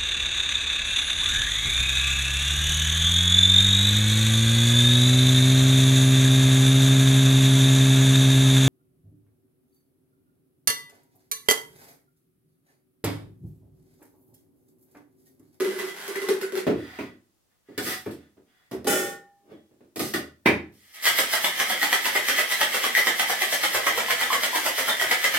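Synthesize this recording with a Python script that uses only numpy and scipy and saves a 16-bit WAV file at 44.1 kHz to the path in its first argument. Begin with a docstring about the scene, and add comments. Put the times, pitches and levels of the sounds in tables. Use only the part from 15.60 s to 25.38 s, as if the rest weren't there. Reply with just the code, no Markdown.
"""A cocktail shaker, shaken hard at about nine strokes a second: ice slams the steel and the drink sloshes.
First a scoop crunches ice out of a booming steel bucket, tips it into a tin and is dropped back with a
clang; a second tin is emptied in and slapped shut. Hails of tiny impacts ring the resonances of steel,
ice and wooden counter, and air pockets in the drink sing as rising tones.
The bar room is hard-walled and lively."""
import sys
import numpy as np
from scipy import signal
from scipy.fft import rfft, irfft, next_fast_len
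from scipy.io import wavfile
from scipy.ndimage import uniform_filter1d

SR = 44100
rng = np.random.default_rng(int(sys.argv[2]) if len(sys.argv) > 2 else 0)


def waveform_to_disk(signal):
    """Save audio, clipped to [-1, 1], as 16-bit WAV at the path in sys.argv[1]."""
    frames = np.transpose(np.atleast_2d(signal))
    scaled = np.clip(frames, -1, 1) * 32767
    samples = np.round(scaled).astype(np.int16)
    wavfile.write(sys.argv[1], SR, samples)


N = 431298
TIME = np.arange(N) / SR
FFT_SIZE = 2 * next_fast_len(N // 2 + SR // 2)
FREQ = np.fft.rfftfreq(FFT_SIZE, 1 / SR)


def amp(db):
    """Decibels to gain."""
    return 10 ** (np.asarray(db) / 20)


def along(points, hz):
    """Read a curve of (freq_hz, value) points on a log frequency axis."""
    freqs, values = np.transpose(points)
    return np.interp(np.log(hz + 1), np.log(freqs + 1), values)


def fader(rows, column=1):
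    """Ride the gain along one dB column, silent outside its time span."""
    rows = np.array(rows)
    return amp(np.interp(TIME, rows[:, 0], rows[:, column], left=-120, right=-120))


def blows(rows, column=1):
    """One clean impulse a row, sized by its dB column."""
    force = np.zeros(N)
    for row in rows:
        force[round(row[0] * SR)] = amp(row[column])
    return force


def bursts(rows, rise_s, fall_s, column=1):
    """Envelope of hits that swell up to their time and die after it; the dB column sets their energy."""
    power = np.zeros(N)
    for row in rows:
        centre = int(row[0] * SR)
        near = slice(max(0, centre - SR // 8), centre + SR // 4)
        t = TIME[near] - row[0]
        power[near] += (amp(row[column]) * np.exp(np.minimum(t / rise_s, -t / fall_s))) ** 2
    return np.sqrt(power * .08 / (rise_s + fall_s))


def swells(rows, attack_s, release_s, column=2, delay_s=0):
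    """Envelope of (start_s, length_s, level_db) gestures that rise, hold and die away."""
    out = np.zeros(N)
    for row in rows:
        t = np.maximum(TIME - row[0] - delay_s, 0)
        release = np.exp(-np.maximum(t - row[1], 0) / release_s)
        out += amp(row[column]) * (1 - np.exp(-t / attack_s)) * release
    return out


def contacts(per_s, scatter_db):
    """A hail of tiny impacts of uneven size that share a steady flow of energy."""
    hail = (rng.random(N) < per_s / SR) * rng.choice([-1, 1], N)
    hail = hail * amp(scatter_db * np.clip(rng.standard_normal(N), -2, 2))
    return hail / np.sqrt(abs(uniform_filter1d(hail ** 2, size=SR // 80)) + 1e-9)


def pings(rows, t60_s, attack_s, glide=0):
    """One decaying tone for each (start_s, level_db, pitch_hz) row; glide bends it upward."""
    out, t = np.zeros(N + SR), np.arange(SR // 3) / SR
    for start_s, db, hz in rows:
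        envelope = amp(db - 60 * t / t60_s) * (1 - np.exp(-t / attack_s))
        out[round(start_s * SR):][:len(t)] += envelope * np.sin(2 * np.pi * hz * t * (1 + glide * t))
    return out[:N]


def body(force, colour, modes=()):
    """Play a force through a broad tone colour and its resonances, at unit average power gain."""
    # minimum phase, so nothing rings ahead of the hit
    cepstrum = irfft(np.log(amp(along(colour, FREQ))))
    cepstrum[1:FFT_SIZE // 2] *= 2
    cepstrum[FFT_SIZE // 2 + 1:] = 0
    peaks = 1 + sum(amp(db) * 1j * FREQ * width / (hz * hz - FREQ ** 2 + 1j * FREQ * width)
                    for hz, width, db in modes)
    response = np.exp(rfft(cepstrum)) * peaks
    response /= np.sqrt(np.mean(abs(response) ** 2))
    return irfft(rfft(force, FFT_SIZE) * response)[:N]


# dark bed of room tone: freq_hz, level_db
ROOM_TONE_COLOUR = [(25, -4), (80, 3), (300, -0.5), (700, -4.5), (2000, -12.5), (6000, -12), (16000, -14.5)]


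def room_tone():
    """A faint, steady hush, independent on each side."""
    return amp(-71.5) * np.array([body(rng.standard_normal(N), ROOM_TONE_COLOUR) for _ in range(2)])


# reverb time of the bar: freq_hz, t60_s
ROOM_DECAY = [(80, 0.56), (300, 0.36), (700, 0.31), (2000, 0.31), (5000, 0.29), (10000, 0.24),
              (16000, 0.21)]
# the tail is centred in the lows and wide in the highs: freq_hz, left_right_correlation
ROOM_CORRELATION = [(100, .95), (250, 0.94), (500, 0.76), (1000, 0.1), (2000, 0.22), (4000, 0.12),
                    (16000, 0.01)]


def bar_room(sound, direct_db, hold_s, tails_per_s):
    """Direct sound plus a diffuse tail off hard walls that keeps changing as the source moves."""
    hop = SR // tails_per_s
    hz, t, _ = signal.stft(np.zeros(SR // 2), SR, nperseg=256)
    spread = np.arccos(np.clip(along(ROOM_CORRELATION, hz), -1, 1)) / 2
    # wall echoes keep the level up for a moment before the decay sets in
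    decay = amp(-60 * np.maximum(t - hold_s, 0) / along(ROOM_DECAY, hz)[:, None])
    shape = decay * np.array([np.cos(spread), np.sin(spread)])[:, :, None]
    padded, wet = np.pad(sound, (hop, 2 * hop)), np.zeros((2, N + 2 * SR))
    window = np.sin(np.pi * np.arange(2 * hop) / (2 * hop))
    for start in range(0, N + hop, hop):
        noise = rng.standard_normal(shape.shape) + 1j * rng.standard_normal(shape.shape)
        mid, side = signal.istft(noise * shape, nperseg=256)[1]
        tail = np.array([mid + side, mid - side]) / np.sqrt(np.sum(mid ** 2 + side ** 2))
        echoes = signal.fftconvolve((padded[start:start + 2 * hop] * window)[None], tail, axes=1)
        wet[:, start:start + echoes.shape[1]] += echoes
    direct = np.array([np.pad(sound, (3, 0))[:N], sound])  # reaches the right side first
    return (wet[:, hop:hop + N] + amp(direct_db) * direct) / np.hypot(1, amp(direct_db))


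# dull knocks of bucket, scoop and tins that reach the counter: time_s, level_db
COUNTER_KNOCKS = [(1.068, -15), (1.389, -29.5), (2.087, -44.5), (2.178, -30), (2.263, -33.5),
                  (2.463, -29.5), (2.77, -53), (3.113, -31.5), (3.129, -31.5), (3.247, -32), (4.111, -57.5),
                  (4.207, -50.5), (4.36, -33), (4.397, -26), (4.542, -27.5), (4.859, -15.5)]
# the second tin scrapes off the counter and sings as it comes free: time_s, scrape_db, ring_db, pitch_hz
TIN_LIFT = [(3.918, -44.5, -62, 3340)]
# woody thud: freq_hz, level_db
COUNTER_COLOUR = [(25, -34), (50, -59.5), (80, -13), (110, -9), (160, -10.5), (210, -4), (260, -2),
                  (320, 1.5), (430, -1), (510, -10.5), (590, -6.5), (800, -19.5), (2000, -26), (8000, -47)]
# low notes of the counter: pitch_hz, width_hz, peak_db
COUNTER_RESONANCES = [(81.6, 4.9, 5), (346, 20, -25)]


def counter():
    """Heavy knocks thud through the wood, each with a quick, softer wall echo; a tin drags over it."""
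    echo_s, echo_db = .029, -8
    echoes = [(s + echo_s, db + echo_db) for s, db in COUNTER_KNOCKS]
    thuds = amp(30) * (blows(COUNTER_KNOCKS) + blows(echoes))
    drag = bursts(TIN_LIFT, rise_s=.03, fall_s=.012) * contacts(1200, scatter_db=3)
    return body(thuds + drag, COUNTER_COLOUR, COUNTER_RESONANCES)


# the scoop pushes through the ice: start_s, length_s, crunch_db, boom_db
SCOOP_PUSHES = [(0, .29, -35, -33.5), (.34, .41, -36, -47), (.813, .05, -42.5, -43.5),
                (.935, 0.055, -41.5, -41.5)]
# cubes give way under the scoop: time_s, crunch_db, boom_db
ICE_SLIPS = [(.003, -29, -17), (.047, -40.5, -21.5), (.192, -30, -27.5), (.479, -34, -29.5),
             (.555, -33, -27.5), (.619, -42, -26.5), (.687, -26, -15), (.813, -29.5, -26),
             (.923, -43.5, -24), (.958, -27.5, -21.5), (.978, -33, -33.5)]
# hollow boom: freq_hz, level_db
FLOOR_COLOUR = [(40, -31.5), (150, -14), (250, 2), (400, 16.5), (520, 6), (900, -23), (3000, -75.5),
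                (16000, -85)]
# notes of the bucket's floor: pitch_hz, width_hz, peak_db
FLOOR_RESONANCES = [(205.5, 11, 15), (382, 24, 13)]


def bucket_boom():
    """The shifting ice makes the bucket's floor boom."""
    pushes = amp(-5.5) * swells(SCOOP_PUSHES, attack_s=.02, release_s=.025, column=3)
    rumble = pushes * contacts(4300, scatter_db=3.5)
    bumps = amp(27.5) * blows(ICE_SLIPS, column=2)
    return body(rumble + bumps, FLOOR_COLOUR, FLOOR_RESONANCES)


# single cubes clink on the bucket's wall: start_s, level_db, pitch_hz
BUCKET_CLINKS = [(.272, -35.5, 2010), (.556, -25, 2004), (.64, -37, 1080), (.83, -33, 1490)]
# gritty midrange crunch: freq_hz, level_db
CRUNCH_COLOUR = [(40, -29), (200, -7), (700, -0.5), (1600, 4), (2500, -1), (4000, -3.5), (7000, -8),
                 (12000, -7), (16000, -17)]
# notes of the bucket's wall: pitch_hz, width_hz, peak_db
WALL_RESONANCES = [(1550, 21, -3.5), (1690, 35, -15.5), (2000, 34, 10.5), (3280, 27, -1)]


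def scoop_crunch():
    """Cubes scrape, clink and give way in front of the scoop."""
    pushes = swells(SCOOP_PUSHES, attack_s=.008, release_s=.03)
    slips = bursts(ICE_SLIPS, rise_s=.0023, fall_s=.0035)
    grit = amp(-3.5) * (pushes + slips) * contacts(700, scatter_db=10)
    clinks = amp(8) * pings(BUCKET_CLINKS, t60_s=.05, attack_s=.00037)
    return body(grit, CRUNCH_COLOUR, WALL_RESONANCES) + clinks


# ice or steel strikes the open tin: time_s, steel_db, crackle_db
OPEN_TIN_HITS = [(2.178, -29, -40), (2.459, -49.5, -60), (2.51, -65, -54.5), (3.113, -43, -51),
                 (3.245, -56.5, -51.5), (4.36, -36, -41), (4.394, -28.5, -37.5), (4.537, -23.5, -37.5)]
# a load of ice slides into the tin: start_s, length_s, steel_db, crackle_db
ICE_POURS = [(2.218, .085, -32.5, -32), (4.385, 0.083, -46.5, -36.5)]
# ice settles and steel is handled, with a faint metallic rustle: start_s, length_s, level_db
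SOFT_RUSTLES = [(1.13, 0.23, -47.5), (1.37, 0.034, -43), (1.885, 0.018, -70), (2.05, .12, -60.5),
                (2.45, 0.18, -64.5), (2.85, .2, -67), (3.89, 0.018, -57.5), (4.2, .06, -82)]
# bright clank of the open tin: freq_hz, level_db
OPEN_TIN_COLOUR = [(60, -43), (200, -14), (900, -6.5), (1400, -0.5), (2000, -0.5), (2700, -4), (3500, -4),
                   (4500, -11), (7000, -16.5), (16000, -17.5)]
# notes of the open tin: pitch_hz, width_hz, peak_db
OPEN_TIN_RESONANCES = [(742, 35, 9.9), (1230, 24, 7.9), (1480, 32, 3), (1800, 51, 5.9), (1943, 37, 11),
                       (3410, 37, 3.7), (4830, 81, 8)]


def open_tin():
    """Cubes drop into the open tin; steel rustles faintly in between and sings when lifted."""
    hits = amp(-4.5) * bursts(OPEN_TIN_HITS, rise_s=.00049, fall_s=.0026)
    landing = hits * contacts(3000, scatter_db=16)
    pours = swells(ICE_POURS, attack_s=.008, release_s=.013, delay_s=.023)  # the fall from lip to bottom
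    piling = pours * contacts(400, scatter_db=20.5)
    rustle = swells(SOFT_RUSTLES, attack_s=.02, release_s=.04) * contacts(500, scatter_db=3.5)
    lift_ring = pings([(s, db, hz) for s, _, db, hz in TIN_LIFT], t60_s=.44, attack_s=.0089)
    return body(landing + piling + rustle, OPEN_TIN_COLOUR, OPEN_TIN_RESONANCES) + lift_ring


DROP_S = 3.269
# full-range clang of scoop on bucket: freq_hz, level_db
CLANG_COLOUR = [(50, -23.5), (200, 1.5), (450, 4), (720, -3.5), (1000, -10), (1500, -7.5), (3000, -5.5),
                (4200, -10.5), (5500, -5.5), (8000, -3.5), (12000, -4), (16000, -10)]
# metallic notes of the clang: pitch_hz, width_hz, peak_db
CLANG_RESONANCES = [(387, 21, 12), (444, 8.4, 12), (576, 60, 9.4), (804, 8, 21), (1135, 34, 13),
                    (1390, 26, 17), (1437, 14, 22), (1820, 6.2, 24), (2000, 50, 8), (2220, 12, 11),
                    (3000, 10, 12), (3440, 27, 9), (5319, 29, 4.5), (6560, 23, 5.3), (7600, 23, 7.4)]


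def dropped_scoop():
    """The scoop bounces to rest in the bucket, ever sooner and softer."""
    bounce = np.arange(14)
    flights_s = .028 * .93 ** bounce
    hits = np.column_stack([DROP_S + np.cumsum(flights_s) - flights_s, -25 - 2.08 * bounce])
    clatter = amp(4.5) * bursts(hits, rise_s=.00067, fall_s=.011) * contacts(4000, scatter_db=2)
    return body(clatter, CLANG_COLOUR, CLANG_RESONANCES)


# the bucket's ring-out: pitch_hz, level_db, t60_s
BUCKET_PARTIALS = [(590, -44.5, 0.78), (802, -27.5, 0.89), (1240, -42, 0.61), (1450, -36.5, .43),
                   (1770, -35.5, 0.7), (2250, -39, .5), (3030, -36, .45)]


def bucket_ring():
    """The bucket rings on after the clang, each partial dying at its own rate."""
    t = np.maximum(TIME - DROP_S, 0)
    return sum(amp(db - 60 * t / t60) * np.sin(2 * np.pi * hz * t) for hz, db, t60 in BUCKET_PARTIALS)


# hits on hand-held steel; the second last is the palm jamming the tins together, the last its quick echo off
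# the wall: time_s, level_db
HELD_HITS = [(1.068, -51), (1.388, -37), (2.459, -51.5), (4.537, -34), (4.86, -19), (4.885, -30)]
# palm-muted steel: freq_hz, level_db
MUTED_COLOUR = [(100, -37), (500, -10), (750, -5), (1000, -10), (1350, -11.5), (1850, -2), (2200, -2.5),
                (2500, -4), (3200, -19.5), (4600, -20.5), (6700, -29.5), (16000, -33.5)]


def held_steel():
    """Steel damped by the hand gives a short, dry clack."""
    hits = amp(1.5) * bursts(HELD_HITS, rise_s=.0013, fall_s=.0023)
    return body(hits * contacts(7500, scatter_db=2.5), MUTED_COLOUR)


# the arm's pace and effort, with a whole number of shakes between rows:
# start_s, return_delay_s, steel_db, slosh_db, crackle_db
ARM_PACE = [(5.467, 0.12, -20, -27.5, -27.5), (6, 0.1, -21.5, -25, -31), (6.915, 0.098, -19, -30, -31.5),
            (7.376, .095, -21.5, -27, -31.5), (7.817, .11, -20.5, -29.5, -32.5),
            (8.038, 0.11, -19.5, -25, -31), (8.502, .108, -19.5, -26.5, -33.5),
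            (9.185, .1, -22, -27.5, -30), (9.644, 0.1, -20, -27.5, -34)]
SHAKING = TIME > ARM_PACE[0][0]
NOMINAL_SHAKE_S, STROKE_SCATTER_DB = .228, 1.4
RETURN_DB = (-1, 0, -.6)  # return stroke against the outward one: steel, slosh, crackle


def arm_strokes():
    """Each shake throws the load at one end, then the other: time_s, steel_db, slosh_db, crackle_db."""
    pace = np.array(ARM_PACE)
    runs = [np.linspace(first, last, round((last[0] - first[0]) / NOMINAL_SHAKE_S), endpoint=False)
            for first, last in zip(pace, pace[1:])]
    shakes = np.vstack(runs + [pace[-1:]])
    times = np.concatenate([shakes[:, 0], shakes[:, 0] + shakes[:, 1]])
    db = np.vstack([shakes[:, 2:], shakes[:, 2:] + RETURN_DB])
    return np.column_stack([times, db + STROKE_SCATTER_DB * rng.standard_normal(db.shape)])


# the ice starts to slide as the shaker is raised and tipped: time_s, steel_db, crackle_db
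ICE_TUMBLE = [(5.12, -68.5, -63.5), (5.32, -58, -56.5), (5.35, -45, -41.5), (5.405, -61, -74),
              (5.425, -39.5, -33.5), (5.46, -15.5, -26.5), (5.52, -49, -54.5)]
# glassy top end of the ice: freq_hz, level_db
CRACKLE_COLOUR = [(100, -48), (1500, -8), (3500, 1.5), (5500, 2), (6800, -2.5), (8500, 2.5), (11000, -0.5),
                  (13000, 3), (16000, -7)]
# faint high notes of the rim: pitch_hz, width_hz, peak_db
RIM_RESONANCES = [(5100, 200, -8), (6090, 80, -5), (13055, 110, -9)]


def ice_crackle(strokes):
    """Cubes grind against each other as they slide, and chip as they land."""
    landing = amp(3) * bursts(OPEN_TIN_HITS, rise_s=.0006, fall_s=.0082, column=2)
    pouring = swells(ICE_POURS, attack_s=.01, release_s=.04, column=3)
    run_up = bursts(strokes, rise_s=.022, fall_s=.002, column=3)
    crash = bursts(strokes, rise_s=.0035, fall_s=.014, column=3)
    loose_cubes = fader(ICE_TUMBLE, column=2) + amp(-44) * SHAKING
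    envelope = landing + pouring + np.hypot(run_up, crash) + loose_cubes
    return body(envelope * contacts(3000, scatter_db=2), CRACKLE_COLOUR, RIM_RESONANCES)


# large air pockets gulp in the drink: start_s, level_db, pitch_hz
AIR_POCKETS = [(8.159, -21, 600), (8.484, -25, 1004), (8.703, -14.5, 1077), (8.93, -21.5, 950),
               (8.968, -32, 840)]
# wet midrange slosh: freq_hz, level_db
SLOSH_COLOUR = [(25, -53.5), (50, -32), (80, -17), (160, -16), (220, -7.5), (400, -1.5), (600, 3.5),
                (1100, 2.5), (1600, 3.5), (3000, -16), (16000, -61)]


def drink_slosh(strokes):
    """The liquid washes along and slaps each end; trapped air rings with a rising pitch."""
    wash = amp(-9.5) * bursts(strokes, rise_s=.0116, fall_s=.0041, column=2)
    slaps = amp(-.5) * bursts(strokes, rise_s=.0027, fall_s=.0073, column=2)
    gulps = amp(6.5) * pings(AIR_POCKETS, t60_s=.044, attack_s=.00078, glide=2.4)
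    return body(np.hypot(wash, slaps) * contacts(1500, scatter_db=4), SLOSH_COLOUR) + gulps


# a whole cube hits the steel squarely and picks out one note of the wall: time_s, level_db, pitch_hz
CUBE_CLACKS = [(5.467, -31.5, 1960), (5.847, -23, 3510), (6.215, -21, 1900), (6.563, -20.5, 1990),
               (6.788, -25.5, 2080), (7.008, -22.5, 1860), (7.351, -14.5, 1970), (7.378, -18.5, 2020),
               (7.602, -28, 2050), (8.033, -19.5, 2080), (8.267, -16, 2024), (8.632, -24.5, 3580),
               (8.829, -35.5, 3566), (9.179, -25, 1970), (9.294, -20, 3590), (9.398, -23, 1910),
               (9.511, -20.5, 2100)]
# hard rattle of the closed shaker: freq_hz, level_db
SHAKER_COLOUR = [(60, -48.5), (200, -11), (700, -4.5), (1400, -10), (2000, -3.5), (2700, -3), (3500, -7.5),
                 (4500, -7), (7000, -7), (16000, -14)]
# notes of the closed shaker: pitch_hz, width_hz, peak_db
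SHAKER_RESONANCES = [(820, 37, -2), (1297, 53, 14), (1663, 140, 9.5), (1752, 12, 19.5), (1956, 120, 14),
                     (2032, 230, 11), (3140, 360, 12), (3345, 14, 7.5)]


def shaker_steel(strokes):
    """Ice in the closed shaker gathers speed along the wall and slams into each end."""
    run_up = amp(-12.5) * bursts(strokes, rise_s=.039, fall_s=.0036)
    loose_cubes = fader(ICE_TUMBLE) + amp(-35) * SHAKING  # the rattle carries on between strokes
    sliding = (loose_cubes + run_up) * contacts(500, scatter_db=9)
    slams = amp(-2.5) * bursts(strokes, rise_s=.0021, fall_s=.009) * contacts(700, scatter_db=12.5)
    # each stroke also throws one lighter cube at a random spot of the wall
    late, size, pitch = rng.standard_normal((len(strokes), 3)).T
    strays = np.column_stack([strokes[:, 0] + .01 * late, -29 + 2 * size, 2310 * 2 ** (.35 * pitch)])
    cubes = np.vstack([CUBE_CLACKS, strays])
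    clacks = amp(-10) * bursts(cubes, rise_s=.00041, fall_s=.0009) * contacts(12000, scatter_db=9)
    wall_notes = amp(10.5) * pings(cubes, t60_s=.031, attack_s=.00038)
    return body(sliding + slams + clacks, SHAKER_COLOUR, SHAKER_RESONANCES) + wall_notes


def scene():
    """All the work at the counter, heard mostly by way of the walls and leaning slightly right."""
    clang = dropped_scoop()
    strokes = arm_strokes()
    resting = bucket_boom() + counter() + open_tin() + clang + held_steel()
    resting = bar_room(resting, direct_db=-12.5, hold_s=.0092, tails_per_s=6)
    moving = scoop_crunch() + shaker_steel(strokes) + ice_crackle(strokes) + drink_slosh(strokes)
    moving = bar_room(moving, direct_db=-5.5, hold_s=.02, tails_per_s=20)
    balance = amp([[-.4], [.4]])
    return (resting + moving + bucket_ring()) * balance + room_tone()


def record(dry):
    """A brick-wall low-pass trims the very top."""
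    cutoff_hz = 16100
    return irfft(rfft(dry, FFT_SIZE) * (FREQ < cutoff_hz))[:, :N]


dry = scene()
out = record(dry)
waveform_to_disk(out)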